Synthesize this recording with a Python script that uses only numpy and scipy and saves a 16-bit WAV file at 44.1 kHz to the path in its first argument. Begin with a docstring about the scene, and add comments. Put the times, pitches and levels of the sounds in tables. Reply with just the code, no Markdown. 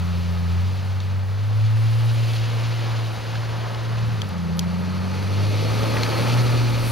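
"""A booming exhaust, revving up and down: a lifted six-cylinder four-wheel-drive circles in deep snow,
tail to the camcorder at first, then coming round nose on. The boom is the firing rate and its octave.
The engine bay roars, the tyres churn and hiss through the snow, and the trees scatter a little back.
The vehicle rumbles and now and then knocks on the ruts; a few sharp ticks sound close to the microphone."""
import sys
import numpy as np
from scipy import signal
from scipy.fft import rfft, irfft
from scipy.io import wavfile

SR = 44100
rng = np.random.default_rng(int(sys.argv[2]) if len(sys.argv) > 2 else 0)


def file_out(sig):
    """Save sig as 16-bit WAV at sys.argv[1]."""
    # one column per channel
    cols = np.atleast_2d(sig).T
    # limit, then scale
    lim = np.clip(cols, -1, 1)
    pcm = np.round(lim * 32767).astype(np.int16)
    wavfile.write(sys.argv[1], SR, pcm)


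N = 304731
TIME = np.arange(N) / SR
FREQ = np.maximum(np.arange(N // 2 + 1) * SR / N, 1)

# tyres and engine bay at the microphone: t/s, rush level/dB, hiss level/dB
RUSH_AND_HISS = [(0, -42, -43), (.8, -43, -44), (1.25, -44, -47.5), (2.3, -41, -38), (2.93, -38, -39),
                 (3.2, -40, -40.5), (3.63, -37.5, -41.5), (4.15, -39.5, -42.5), (4.42, -41.5, -45),
                 (4.9, -40, -43.5), (5.55, -37.8, -36.5), (5.95, -32.8, -34), (6.3, -31.5, -33),
                 (6.6, -35.5, -34.5), (6.91, -37.5, -36)]


def undb(db):
    """Decibels to gain."""
    return 10 ** (np.asarray(db) / 20)


def unit(x):
    """Scale to rms 1."""
    return x / np.sqrt(np.mean(x ** 2))


def curves(table):
    """Every column of a table, joined by straight lines in time."""
    s, *columns = np.transpose(table)
    return [np.interp(TIME, s, c) for c in columns]


def spectra(table):
    """Every column of a table, joined by straight lines over log frequency."""
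    hz, *columns = np.transpose(table)
    return [np.interp(np.log(FREQ), np.log(hz), c) for c in columns]


def shape(x, gain):
    """Filter by a gain for each frequency."""
    return irfft(rfft(x) * gain, N)


def noise():
    """White noise."""
    return rng.standard_normal(N)


def waver(hz):
    """Random wavering of rms 1, mostly slower than hz."""
    return unit(shape(noise(), 1 / (1 + (FREQ / hz) ** 4)))


def swell(s, half_s):
    """A smooth bump of height 1 around a moment."""
    return np.exp(-((TIME - s) / half_s) ** 2)


def fade(age, t60):
    """Exponential decay, 60 dB in t60 seconds."""
    return np.exp(-np.log(1000) * age / t60)


def strikes(table, ring):
    """One ring for each row, scaled so that its first 3 ms have the row's rms level."""
    out = np.zeros(N)
    age = np.arange(4096) / SR
    onset = age < .003
    for s, db, hz in table:
        hit = ring(age, hz)
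        start = int(s * SR)
        out[start:start + len(age)] += undb(db) * hit / np.sqrt(np.mean(hit[onset] ** 2))
    return out


def nose_share():
    """How far the nose points at the microphone: 0 tail on, 1 nose on."""
    # the vehicle's turn: t/s, share of the nose in view
    heading = [(0, 0.42), (2, 0), (3.8, 0), (4.8, 0.77), (6.91, 0.9)]
    return np.clip(curves(heading)[0], 0, 1)


def rumble():
    """Wheels and body shudder over the ruts."""
    # spectrum of the shudder: f/Hz, relative level/dB
    colour = [(15, -29), (30, 5.5), (42, -1.5), (70, 9), (110, -1), (200, -68), (400, -35)]
    # its strength along the drive: t/s, level/dB
    levels = [(0, -41.5), (1.4, -45), (2.6, -44), (4.3, -46.5), (5.2, -54), (5.8, -44), (6.91, -34.5)]
    shudder = unit(shape(noise(), undb(spectra(colour)[0])))
    return shudder * undb(curves(levels)[0] + waver(12))


def drone():
    """A faint tone just above the exhaust's octave swells and fades while the revs drop."""
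    # course of the drone: t/s, f/Hz, level/dB
    course = [(3.6, 207.8, -59), (4.3, 202.9, -40.5), (4.85, 198, -39), (5.0, 200, -61.5)]
    hz, db = curves(course)
    return np.sqrt(2) * undb(db + 0.57 * waver(17)) * np.sin(2 * np.pi * np.cumsum(hz) / SR)


def whine():
    """A thin, unsteady metallic ring from the engine bay grows with the hiss as the nose comes round."""
    _, hiss_db = curves(RUSH_AND_HISS)
    gain = nose_share() ** 2 * undb(hiss_db - 13.5 + 4.8 * waver(25))
    hz = 4310 * (1 + .007 * waver(77))
    return np.sqrt(2) * gain * np.sin(2 * np.pi * np.cumsum(hz) / SR)


def knock(age, hz):
    """One damped ring with a gritty burst around it and a weak rattle after it."""
    burst = rng.standard_normal(len(age)) * (fade(age, 0.01) + undb(-12) * fade(age, 0.078))
    grit = signal.lfilter(*signal.iirpeak(hz, 2.2, fs=SR), burst)
    ring = 0.72 * np.sin(2 * np.pi * hz * age) * fade(age, 0.012)
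    return signal.sosfilt(signal.butter(4, 6500, fs=SR, output="sos"), ring + grit)


def rut_knocks():
    """The vehicle knocks as it jolts over the ruts."""
    # jolts: t/s, onset level/dB, ring f/Hz
    jolts = [(1.003, -35, 3740), (2.335, -35, 4560), (2.365, -38, 4230), (3.355, -29, 1650),
             (3.3565, -38, 3512), (3.747, -34, 2980), (5.968, -28, 2530), (5.9715, -25.5, 1905),
             (6.033, -21, 4177), (6.0335, -24.5, 2252)]
    return strikes(jolts, knock)


def tick(age, hz):
    """A tiny crack sets a small hard part ringing, favouring modes near hz; a faint rustle follows."""
    # modes of the part: f/Hz, relative level/dB, t60/s
    modes = [(1747, -8, .016), (3152, 3.5, 0.012), (4000, 7, 0.0028), (4610, 1.5, 0.009), (4830, 3, 0.01),
             (5830, -4, 0.015), (6970, -7, 0.016), (8250, -18, 0.004), (9700, -4, 0.01), (11100, 4, 0.0085),
             (12500, -2, .006), (13600, -1, .007)]
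    ring = 0
    for mode_hz, db, t60 in modes:
        gain = undb(db - 7.1 * np.log2(mode_hz / hz) ** 2)
        ring += gain * fade(age, t60) * np.sin(2 * np.pi * (mode_hz * age + rng.random()))
    burst = rng.standard_normal(len(age)) * (fade(age, 0.016) + undb(-19) * fade(age, 0.086))
    crack = signal.lfilter(*signal.iirpeak(hz, .9, fs=SR), burst)
    return unit(ring) + 0.32 * unit(crack)


def close_ticks():
    """A few sharp ticks right by the microphone."""
    # cracks: t/s, onset level/dB, centre f/Hz
    cracks = [(4.218, -26, 2680), (4.2905, -45, 12000), (4.571, -46, 13000), (4.580, -51, 12060),
              (4.5929, -21.5, 5300)]
    return strikes(cracks, tick)


def crunch(per_s, spread_db):
    """Snow crystals breaking: dense clicks of very unequal size."""
    hit = rng.random(N) < per_s / SR
    return unit(hit * noise() * undb(spread_db * np.minimum(rng.exponential(size=N), 4)))


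def tyre_levels():
    """Band levels in dB, low to high: the churning goes with the rush, the spray with the hiss."""
    # a wheel throws up snow: t/s, half length/s, extra spray/dB
    throws = [(1.95, 0.39, 4), (2.336, 0.044, 4.5), (6.051, 0.47, 3), (6.9, 0.1, 10.5)]
    rush_db, hiss_db = curves(RUSH_AND_HISS)
    facing = nose_share()
    slush_db = 4 * swell(5.52, half_s=0.46)  # a slushy stretch
    throw_db = sum(db * swell(s, half_s) for s, half_s, db in throws)
    churn_db = rush_db - 3 + 3.9 * facing + slush_db
    spray_db = hiss_db - 17 + 1.5 * facing + throw_db
    return churn_db, rush_db, hiss_db, spray_db


def tyres_and_bay(firing_phase):
    """Tyres churn, rush, hiss and spray in the snow; the engine bay colours them as the nose comes round."""
    # spectrum with the tail to the microphone: f/Hz, relative level/dB
    tail_on = [(150, 3), (270, -3), (400, 0), (520, 3), (750, -2), (1200, -3.5), (1900, -7), (2900, -6.5),
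               (3400, -9), (4500, -8.5), (5200, -14), (6800, -19.5), (7850, -33), (8600, -28.5),
               (10600, -26), (15500, -36.5)]
    # spectrum with the nose to the microphone: f/Hz, relative level/dB
    nose_on = [(150, 3.5), (250, -0.5), (310, -2.5), (400, -4), (520, -2), (730, -9.5), (1200, -8.5),
               (1600, -12), (2400, -15.5), (3300, -17), (4600, -19), (5200, -32.5), (6000, -31.5),
               (7850, -34), (8600, -29.5), (11200, -26), (15500, -34)]
    # engine bay resonances, heard through the grille: f/Hz, width/Hz, boost/dB
    resonances = [(457, 31, 1), (560, 71, 1.5), (866, 110, 7), (1268, 145, 6.5), (2440, 820, 5.5),
                  (4200, 140, 1), (5630, 2650, 15.5), (9500, 650, 6.5), (11500, 500, 5)]
    facing = nose_share()
    bay_db = sum(db / (1 + (2 * (FREQ - hz) / width) ** 2) for hz, width, db in resonances)
    tail_gain, nose_gain = undb(spectra(tail_on)[0]), undb(spectra(nose_on)[0] + bay_db)
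    throb = 1 + 0.11 * np.cos(firing_phase)  # the engine's own noise pulses once a firing
    edges_hz = [150, 700, 2000, 7800, 16000]
    out = 0
    for lo, hi, db in zip(edges_hz, edges_hz[1:], tyre_levels()):
        band = 1 / np.sqrt((1 + (lo / FREQ) ** 20) * (1 + (FREQ / hi) ** 20))
        snow = noise() + 0.38 * crunch(per_s=1500, spread_db=1.5)
        bay = noise() * throb + 0.42 * crunch(per_s=900, spread_db=0.5)
        from_tail = np.sqrt(1 - facing) * unit(shape(snow, tail_gain * band))
        from_nose = np.sqrt(facing) * unit(shape(bay, nose_gain * band))
        out += (from_tail + from_nose) * undb(db + 0.84 * waver(22))
    return out


def lumps(firing_hz, firing_phase):
    """Unequal cylinders add weak lines between the firing harmonics, heard through the exhaust pipe."""
    # cylinder lines: multiple of the firing rate, relative level/dB
    lines = [(3 / 6, -4), (4 / 6, -1), (5 / 6, -4), (7 / 6, -7), (8 / 6, -3), (9 / 6, 3), (10 / 6, -1),
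             (11 / 6, -7), (13 / 6, -6), (15 / 6, -3), (16 / 6, -4)]
    # what the pipe passes: f/Hz, gain/dB
    pipe = [(40, -30), (75, -3.5), (140, 0), (175, -5), (215, -13.5), (265, -14), (330, -16)]
    lift_db = 9 * swell(4.094, half_s=0.19)  # lumpier as the throttle closes
    lump_db = -49.5 + 8.5 * nose_share() + lift_db
    out = 0
    for multiple, db in lines:
        pipe_db = np.interp(multiple * firing_hz, *np.transpose(pipe))
        wander = rng.uniform(0, 2 * np.pi) + .5 * waver(4.3)
        out += undb(lump_db + db + pipe_db + 2.7 * waver(17)) * np.cos(multiple * firing_phase + wander)
    return out


def bark(firing_phase):
    """The engine's overtones rise with the hiss as the wheels work harder."""
    # overtones: multiple of the firing rate, relative level tail on/dB, nose on/dB
    overtones = [(14 / 6, -4, -3), (3, -1.5, -.5), (4, -7, -7), (26 / 6, -4, -5), (28 / 6, -7, -5),
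                 (5, -6, -4), (6, -9, -9), (7, -10, -10), (8, -11, -11), (11, -14, -8)]
    _, hiss_db = curves(RUSH_AND_HISS)
    facing = nose_share()
    bark_db = -51 + 1.54 * (hiss_db - hiss_db.mean())
    out = 0
    for multiple, tail_db, nose_db in overtones:
        db = bark_db + tail_db + (nose_db - tail_db) * facing
        out += undb(db + 2 * waver(14)) * np.cos(multiple * firing_phase + 0.61 * waver(11.7))
    return out


def exhaust():
    """Firing tone, octave, lumps and bark follow one crank; returns the sound and the firing phase."""
    # engine speed at the microphone: t/s, firing f/Hz
    revs = [(0, 87.3), (.53, 86.1), (.72, 94.6), (1.27, 95.2), (1.52, 106.1), (2.08, 114.9), (2.4, 112.3),
            (2.75, 114.9), (3.23, 111.1), (3.6, 114), (4.13, 113.8), (4.35, 87.3), (4.5, 83.8),
            (4.92, 91.4), (5.08, 92.5), (5.85, 112.2), (6.07, 110.9), (6.35, 120.2), (6.91, 116.5)]
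    # boom of the firing tone: t/s, level/dB
    boom_levels = [(0, -24), (.42, -24), (.6, -20.5), (.75, -24), (1.38, -23.7), (1.62, -18), (2.09, -18.8),
                   (2.45, -23), (3.04, -24.5), (3.22, -33), (3.35, -25.5), (3.73, -29), (4.07, -22.3),
                   (4.36, -33), (5.2, -26.5), (5.38, -21), (5.83, -23), (6.13, -25.5), (6.4, -18.5),
                   (6.91, -23.5)]
    # low revs put the octave on the exhaust's resonance: octave f/Hz, level tail on/dB
    resonance = [(168, -34.5), (176, -38), (190, -46.5), (197, -48), (206, -60), (222, -56.5), (240, -53)]
    hz, = curves(revs)
    boom_db, = curves(boom_levels)
    octave_db = np.interp(2 * hz, *np.transpose(resonance)) + 15.5 * nose_share()
    phase = 2 * np.pi * np.cumsum(hz * (1 + 0.0023 * waver(21))) / SR
    boom = undb(boom_db + 0.6 * waver(15)) * np.cos(phase)
    octave = -undb(octave_db + .5 * waver(22)) * np.cos(2 * phase)
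    return np.sqrt(2) * (boom + octave + lumps(hz, phase) + bark(phase)), phase


def scene():
    """All sources at two close microphone ports, which differ in level and by a quarter-cycle side part."""
    # microphone pair: f/Hz, quarter-cycle side against mid/dB, left against right/dB
    pair = [(30, -10, 3), (110, -5, .4), (200, -1.5, 0), (380, -1, 0), (700, -4.5, 0.5), (1340, -8, -0.5),
            (2420, -17.5, 1), (4200, -30.5, 0.5), (6540, -23, 4), (7600, 5, 8), (9150, -7, -4),
            (15000, -20, 0)]
    # share of the rush that the trees scatter back from all sides: f/Hz, gain/dB
    trees = [(200, -13), (1000, -13), (4500, -22), (8000, -8), (13000, -22)]
    engine, firing_phase = exhaust()
    mid = engine + drone() + whine() + tyres_and_bay(firing_phase) + rumble()
    mid += close_ticks() + rut_knocks()
    side_db, balance_db = spectra(pair)
    balance = undb(balance_db)
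    side = shape(mid, (balance - 1) / (balance + 1) - 1j * undb(side_db))
    side += shape(tyres_and_bay(firing_phase), undb(spectra(trees)[0]))
    side += undb(-5) * close_ticks()  # so close that each port hears its own ring
    return np.array([mid + side, mid - side])


def record(dry):
    """The camcorder cuts the top above 15.8 kHz."""
    return signal.sosfilt(signal.ellip(10, .1, 80, 15800, fs=SR, output="sos"), dry)


dry = scene()
out = record(dry)
file_out(out)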